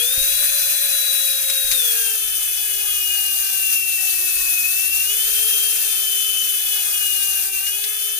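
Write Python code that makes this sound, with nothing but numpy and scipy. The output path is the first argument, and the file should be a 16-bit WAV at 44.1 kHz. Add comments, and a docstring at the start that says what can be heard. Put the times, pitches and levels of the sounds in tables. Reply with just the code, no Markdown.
"""A thin whine climbs out of a loud hiss: a dental turbine spinning up on compressed air from a plastic
bottle on a workbench. Its ball bearing sings over the hum of the shaft while the exhaust jet rushes on.
The turbine drives a tiny generator, so the pitch dives when a lamp clicks on, lifts as the valve is
opened further and jumps when the lamp clicks off, sagging in between as the bottle empties.
Hands bump and rub the bottle over the low rumble of the workshop."""
import sys
import numpy as np
from scipy import signal
from scipy.fft import rfft, irfft, next_fast_len
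from scipy.io import wavfile
from scipy.ndimage import uniform_filter1d

SR = 44100
rng = np.random.default_rng(int(sys.argv[2]) if len(sys.argv) > 2 else 0)


def store_wav(level_fs):
    """Save 16-bit WAV to argv[1]."""
    pcm = np.round(np.clip(np.atleast_2d(level_fs), -1, 1) * 32767)
    wavfile.write(sys.argv[1], SR, pcm.T.astype(np.int16))


N = 361179
TIME = np.arange(N) / SR
BALL_PASSES = 7.121  # whine cycles per turn of the shaft


def turbine(jitter_hz=1.78):
    """One rotor speed drives the bearing, the shaft and all their partials."""
    hz = uniform_filter1d(rotor_hz(TIME), size=1800, mode="nearest") + jitter_hz * wander(40, 1)[0]
    phase = 2 * np.pi * np.cumsum(hz) / SR
    return np.sqrt(2) * (bearing(hz, phase) + shaft_hum(hz, phase) + overtones(hz, phase))


def rotor_hz(t, start_hz=3265, sag_hz_per_s=219.5):
    """Pitch of the whine: it sags as the bottle empties and trails each change of drive or load."""
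    # Each row: start in seconds, pitch change in Hz, lag in seconds. In order: spin-up, lamp on,
    # two turns of the valve, a last nudge, the drive weakening, lamp off.
    speed_steps = [(0, 914.5, .204), (1.73, -622, .152), (4.639, 375, .273), (5.03, 478.5, .163),
                   (6.224, 52, .143), (6.669, -82.5, .8), (7.596, 526, .267)]
    bends = sum(change * (1 - np.exp(-np.maximum(t - s, 0) / lag)) for s, change, lag in speed_steps)
    return start_hz - sag_hz_per_s * t + bends


def bearing(hz, phase, lag_rad=1.85, drift_rad=0.4, grit_db=-30):
    """Balls pass the race about seven times a turn and whine; rough rolling adds a skirt of noise."""
    # The right side hears the whine later, by an angle that drifts with the standing waves.
    stereo_phase = phase - np.array([[0], [1]]) * (lag_rad + drift_rad * wander(1.9, 1))
    grit = amp(grit_db) * wander(70) * np.cos(stereo_phase)
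    whine = amp(whine_db(hz)) * (np.sin(stereo_phase) + grit)
    return whine + side_tones(hz, stereo_phase, phase / BALL_PASSES) + chatter(stereo_phase[0])


def whine_db(hz, flicker_db=3.5, fast_glide_hz_per_s=1500, flutter_db=1.67):
    """Standing waves over the bench make the whine loud at some pitches and faint at others."""
    # The standing waves. Each row: pitch in Hz, left and right level in dB.
    standing_waves = [(2582.0, -25.9, -44.5), (2633.0, -29.1, -52.7), (2721.0, -22.2, -33.8),
                      (2793.0, -28.7, -44.4), (2883.0, -23.5, -41.0), (2928.0, -32.3, -34.3),
                      (2958.0, -27.6, -38.9), (3004.0, -32.9, -50.4), (3064.0, -25.4, -37.2),
                      (3126.0, -32.2, -48.9), (3150.0, -25.3, -39.0), (3259.0, -31.3, -37.0),
                      (3321.0, -22.5, -34.4), (3599.0, -26.0, -36.1), (3849.0, -25.1, -37.0),
                      (3860.0, -29.1, -34.8), (3940.0, -21.9, -41.9), (4000.0, -30.8, -35.7)]
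    # The whine's slow swell. Each row: time in seconds, gain in dB.
    swell = [(0, 1), (.6, 2), (1.7, .6), (2.5, -3.5), (3.1, 1.2), (4.9, 1.8), (5.4, 1.8), (5.8, .8),
             (6.3, 5.2), (7.0, .4), (7.4, .3), (7.85, -3.8), (8.1, -4.3)]
    # Dips as a hand moves close. Each row: centre and length in seconds, gain in dB.
    falters = [(1.422, 0.05, -11), (6.87, .11, -18), (7.468, 0.1, -13)]
    sway = np.array([[0.9], [3]]) * wander(3)  # the waves shift as the hands move
    dips = sum(db * bell(TIME, s, length) for s, length, db in falters)
    glide = np.minimum(abs(np.gradient(rotor_hz(TIME), TIME)) / fast_glide_hz_per_s, 1)
    flicker = flicker_db * glide * wander(18)  # quick glides cross the finer standing waves
    flutter = flutter_db * wander(34, 1)
    return spectrum(standing_waves, hz) + curves(swell) + sway + dips + flicker + flutter


def side_tones(hz, phase, shaft_phase, trim_db=-1.2, rough_db=3):
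    """Unbalance modulates the whine once a turn, adding a tone one shaft rate below and one above."""
    # Loudness of the lower and the upper tone. Each row: its own pitch in Hz, level in dB.
    lower_response = [(2210, -45.5), (2510, -33), (2630, -39.5), (2710, -31.5), (2880, -38), (2980, -40),
                      (3190, -43), (3360, -33.5)]
    upper_response = [(2920, -46), (3040, -36), (3140, -48), (3275, -50), (3315, -32), (3540, -33.5),
                      (3610, -55), (4500, -45)]
    shaft_hz = hz / BALL_PASSES
    levels = np.vstack([spectrum(lower_response, hz - shaft_hz), spectrum(upper_response, hz + shaft_hz)])
    lower_gain, upper_gain = amp(levels + trim_db + rough_db * wander(30))
    wobble = shaft_phase + 0.36 * wander(31, 1)
    lower = lower_gain * np.sin(phase - wobble + 0.3 * wander(56))
    upper = upper_gain * np.sin(phase + wobble)
    return (lower + upper) * pan(right_db=-11)


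def chatter(phase, level_db=-36):
    """As the load comes on, the bearing chatters briefly at half its pitch."""
    envelope = amp(level_db) * bell(TIME, centre_s=2.014, length_s=0.22)
    return envelope * np.sin(phase / 2 + 0.52 * wander(40, 1)) * pan(right_db=-5)


def shaft_hum(hz, phase, waver_db=2.07, octave_db=-57, mount_hz=790, mount_width_hz=200):
    """The unbalanced shaft hums; its octave comes and goes as it passes a resonance of the mount."""
    # Loudness of the hum. Each row: shaft rate in Hz, left and right level in dB.
    hum_response = [(360.0, -51.7, -55.1), (386.0, -63.5, -52.0), (402.0, -52.4, -67.5),
                    (414.0, -50.0, -61.2), (428.0, -49.9, -70.8), (445.0, -45.9, -51.5),
                    (475.0, -39.1, -44.2), (500.0, -46.9, -50.1), (522.0, -45.3, -44.3),
                    (560.0, -51.4, -47.0)]
    shaft_hz, shaft_phase = hz / BALL_PASSES, phase / BALL_PASSES
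    hum_gain = amp(spectrum(hum_response, shaft_hz) + waver_db * wander(8.7, 1))
    hum = hum_gain * np.sin(shaft_phase + 0.3 * wander(1.5))
    octave_gain = amp(octave_db + 4.3 * wander(7.7, 1)) * peak(2 * shaft_hz, mount_hz, mount_width_hz)
    octave = octave_gain * np.sin(2 * shaft_phase + 0.067 * wander(3.4))
    return hum + octave * pan(right_db=-4)


def overtones(hz, phase, rough_db=4.5, blur_rad=0.17):
    """Faint partials pass the same resonances as the air, and swell and fade in the room."""
    # Shaft harmonics. Each row: multiple of the shaft rate, left and right dB above the jet's colour.
    shaft_orders = [(3, 20.5, 21.5), (4, 15.5, 25), (5, 20.5, 15), (19, 13, 14), (22, 11.5, 11),
                    (25, -6, 11)]
    # Bearing partials. Each row: multiple of the whine, shaft rates added, left and right dB likewise.
    bearing_orders = [(1, -2, 20, 21), (2, 0, 11, 12), (2, 1, -3, 1), (3, 0, 18, -1)]
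    partials = [(k / BALL_PASSES, *db) for k, *db in shaft_orders]
    partials += [(k + added / BALL_PASSES, *db) for k, added, *db in bearing_orders]
    shake = blur_rad * wander(30, 1)[0]
    out = np.zeros((2, N))
    for ratio, left, right in partials:
        coarse_gains = amp(jet_colour(ratio * hz[::512]) + [[left], [right]])
        gains = np.array([np.interp(TIME, TIME[::512], gain) for gain in coarse_gains])
        out += gains * np.sin(ratio * phase + shake)
    return room(out * amp(rough_db * wander(27)), wet_db=0.5, t60=0.2)


def exhaust(direct_share=0.24, lag_s=6.5 / SR, churn_db_per_octave=10, patchy_db=1.42, sputter_db=0.43):
    """Turbulent air hisses and sputters; a faster rotor churns up more mid-range noise."""
    hz, t, noise = signal.stft(rng.standard_normal((3, N)), SR, nperseg=512, noverlap=384)
    # Part of the jet arrives directly, a touch later on the right; the rest is scattered.
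    delay = np.exp(-2j * np.pi * np.outer([0, lag_s], hz))[:, :, None]
    air = np.sqrt(direct_share) * delay * noise[0] + np.sqrt(1 - direct_share) * noise[1:]
    octaves = np.log2(rotor_hz(t))
    mid_band = 1 / (1 + ((hz[:, None] - 1900) / 700) ** 4)
    churn = churn_db_per_octave * (octaves - octaves.mean()) * mid_band
    patches = uniform_filter1d(rng.standard_normal(air.shape), size=9, axis=1)
    patches = uniform_filter1d(patches, size=12, axis=2)
    sputter = uniform_filter1d(rng.standard_normal(len(t)), size=6)
    turbulence = patchy_db * patches / patches.std() + sputter_db * sputter / sputter.std()
    level_db = jet_colour(hz)[:, :, None] + jet_flow(hz, t) + churn + turbulence
    _, jet = signal.istft(air * amp(level_db), SR, nperseg=512, noverlap=384)
    return room(jet[:, :N] * np.sqrt(SR / 2), wet_db=-6, t60=0.11)


def jet_flow(hz, t, body_swing=1.16, fizz_db=-0.4):
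    """The jet's rise and fall in dB; the body of the hiss swings a little wider than its top fizz."""
    # Slow strength of the jet. Each row: time in seconds, gain of the fizz in dB.
    flow = [(0, 2), (.7, 2.5), (.95, 1.3), (1.65, .7), (1.87, 3), (2.3, -.8), (3, 0.05), (3.3, .7),
            (4.2, 1.3), (5.2, 1.25), (5.45, 3), (6.3, -0.5), (6.85, 0.86), (7.35, 1.06), (7.8, -2),
            (8.19, -2)]
    # Swells and dips as the hands move. Each row: centre and length in seconds, gain of the fizz in dB.
    gusts = [(0.447, 0.049, 2), (1.144, 0.039, 2), (1.464, .07, -0.5), (3.735, 0.049, 2.5),
             (3.84, 0.089, -2.5), (3.985, 0.044, -2), (4.09, 0.044, 1.5), (4.512, 0.045, 1),
             (4.864, 0.031, 1), (4.908, .05, -2.5), (4.956, 0.022, 3), (7.51, 0.044, -5),
             (7.626, .04, -1.5)]
    strength = curves(flow, t)[0] + sum(db * bell(t, s, length) for s, length, db in gusts)
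    top = np.clip((hz - 9500) / 3000, 0, 1)[:, None]
    return (1 - top) * body_swing * strength + top * (strength + fizz_db)


def jet_colour(hz):
    """Tone colour of the air noise in dB: a broad slope with resonances on it."""
    # The bare jet. Each row: frequency in Hz, left and right level in dB per Hz.
    slope = [(337, -99.3, -99.5), (764, -81.5, -81.5), (977, -94.5, -95), (1593, -73.5, -75.5),
             (2096, -87, -97.5), (3490, -69, -74.5), (4860, -67, -79), (7580, -66.5, -82.5),
             (9330, -58, -80), (11130, -63.5, -66.5), (13540, -62, -57), (15450.0, -67.5, -69.5)]
    # Peaks and dips of head, hose and bench. Each row: centre and width in Hz, left and right gain in dB.
    resonances = [(285, 150, -26.5, 11), (474.5, 100, 26, 7), (1066, 84, 15, 7), (1223, 147, 8, 7),
                  (1838, 380, 12, 8), (2137, 110, 7.5, 16.5), (2440, 169, 18, 14), (2665, 310, 9.5, 14),
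                  (3410, 270, 7, 0.5), (4905, 520, 3, 9), (6120, 470, 4, 16), (6430, 280, 9.5, -10.5),
                  (7170, 500, 2, 11), (7350, 270, -4.5, -3), (8900, 1900, 1, 13), (10200, 800, 6.5, -0.5),
                  (10610, 127, 8.5, 2), (11660, 350, 7, 2.5), (14700, 450, 12, 10)]
    peaks = sum(np.array([[left], [right]]) * peak(hz, centre, width)
                for centre, width, left, right in resonances)
    return spectrum(slope, hz) + peaks


def lamp_switch(attack_s=0.00037):
    """Each snap of the switch is a short, bright burst in the lamp's plastic case."""
    # The snaps. Each row: start in seconds, level in dB, time to fade by 60 dB in seconds.
    clicks = [(1.484, -17, .02), (1.499, -13, .045), (1.715, -6, .02), (1.72, -18, .076), (7.667, -18, .05),
              (7.8399, -10, .02)]
    # Colour of the case. Each row: frequency in Hz, relative level in dB.
    case_colour = [(100, -33), (250, -27), (900, -24), (1800, -4), (3500, 1), (6500, -1), (9000, 0),
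                   (11500, -10), (16000, -18)]
    out, t = np.zeros((2, N)), np.arange(SR // 4) / SR
    colour = amp(spectrum(case_colour, np.fft.rfftfreq(len(t), 1 / SR)))
    for s, db, t60 in clicks:
        burst = irfft(rfft(rng.standard_normal((2, len(t)))) * colour, len(t))
        envelope = np.minimum(t / attack_s, 1) * amp(db - 60 * t / t60)
        add(out, s, envelope * burst / burst.std())
    return room(out * pan(right_db=-6), wet_db=-1, t60=0.16)


def bench(stereo_spread=0.36):
    """Soft knocks swing the bench top briefly, over the low rumble of the workshop."""
    # The knocks. Each row: start in seconds, level in dB, pitch in Hz, time to fade by 60 dB in seconds.
    knocks = [(0.1783, -16.5, 58, 0.023), (0.208, -27, 28, 0.18), (.625, -44, 95, 0.084),
              (1.645, -34, 31.3, 0.42), (1.721, -35, 132, 0.033)]
    # Colour of the rumble. Each row: frequency in Hz, level in dB per Hz.
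    rumble = [(10, -80.5), (28, -73), (36, -73), (42, -59), (50, -83), (75, -79.5), (110, -97),
              (180, -92.5), (300, -89.5), (600, -100), (3000, -130)]
    size = next_fast_len(N)
    colour = amp(spectrum(rumble, np.fft.rfftfreq(size, 1 / SR)))
    noise = rng.standard_normal((3, size))
    out = irfft(rfft(noise[0] + stereo_spread * noise[1:]) * colour)[:, :N] * np.sqrt(SR / 2)
    t = np.arange(SR // 2) / SR
    for s, db, pitch, t60 in knocks:
        thud = amp(db - 60 * t / t60) * np.sin(2 * np.pi * pitch * t)
        add(out, s, np.tile(thud, (2, 1)))
    return out * pan(right_db=-5)


def hands(band_hz=(70, 170), uneven_db=1.4):
    """Hands shift on the bottle and the lamp: dull, uneven rubbing carried by the bench."""
    # The rubs. Each row: centre and length in seconds, level in dB.
    rubs = [(.45, 0.4, -54.5), (0.888, 0.25, -55), (1.46, 0.17, -56), (3.1, 0.48, -63.5), (3.8, .4, -70),
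            (5.4, 0.88, -73), (6.952, 0.48, -64.5)]
    band = signal.butter(3, band_hz, "bandpass", fs=SR, output="sos")
    friction = signal.sosfilt(band, rng.standard_normal(N))
    pressure = sum(amp(db) * bell(TIME, s, length) for s, length, db in rubs)
    return friction / friction.std() * pressure * amp(uneven_db * wander(9.6, 1)) * pan(right_db=-5)


def room(x, wet_db, t60):
    """Direct sound plus sparse reflections, different on each side; the power is kept."""
    t = np.arange(SR // 3) / SR
    taps = rng.standard_normal((2, len(t))) * (rng.random((2, len(t))) < 1 / 20) * amp(-60 * t / t60)
    taps *= amp(wet_db) / np.linalg.norm(taps, axis=1, keepdims=True)
    taps[:, 0] = 1
    return signal.oaconvolve(x, taps / np.linalg.norm(taps, axis=1, keepdims=True), axes=1)[:, :N]


def amp(db):
    """Decibels to gain."""
    return 10 ** (np.asarray(db) / 20)


def pan(right_db):
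    """Stereo gains that trim the right side only."""
    return amp([[0], [right_db]])


def bell(t, centre_s, length_s):
    """A smooth rise and fall in time."""
    return np.exp(-(2 * (t - centre_s) / length_s) ** 2)


def peak(hz, centre_hz, width_hz):
    """A resonance curve of height 1."""
    return 1 / (1 + (2 * (hz - centre_hz) / width_hz) ** 2)


def curves(rows, t=TIME):
    """The columns of a table, joined by straight lines in time."""
    s, *columns = np.transpose(rows)
    return np.array([np.interp(t, s, c) for c in columns])


def spectrum(rows, hz):
    """The columns of a table, joined by straight lines on a log-frequency axis."""
    f, *columns = np.transpose(rows)
    return np.array([np.interp(np.log(hz + 1), np.log(f + 1), c) for c in columns])


def wander(rate_hz, channels=2):
    """Random drift of rms about 1, with little movement above the given rate."""
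    t = np.arange(0, N + 64, 64) / SR
    hz = np.fft.rfftfreq(len(t), t[1])
    drift = irfft(rfft(rng.standard_normal((channels, len(t)))) / (1 + (hz / rate_hz) ** 2), len(t))
    return np.array([np.interp(TIME, t, row / row.std()) for row in drift])


def add(mix, start_s, sound):
    """Mixes a stereo sound in at its start time."""
    part = mix[:, round(start_s * SR):][:, :sound.shape[1]]
    part += sound[:, :part.shape[1]]


def scene():
    """Turbine, air and handling, a little to the left."""
    return turbine() + exhaust() + lamp_switch() + bench() + hands()


def record(dry, cutoff_hz=15560):
    """A steep low-pass takes off the very top of the hiss."""
    low_pass = signal.firwin(1023, cutoff_hz, window=("kaiser", 9), fs=SR)
    return signal.oaconvolve(dry, low_pass[None], "same", axes=1)


dry = scene()
out = record(dry)
store_wav(out)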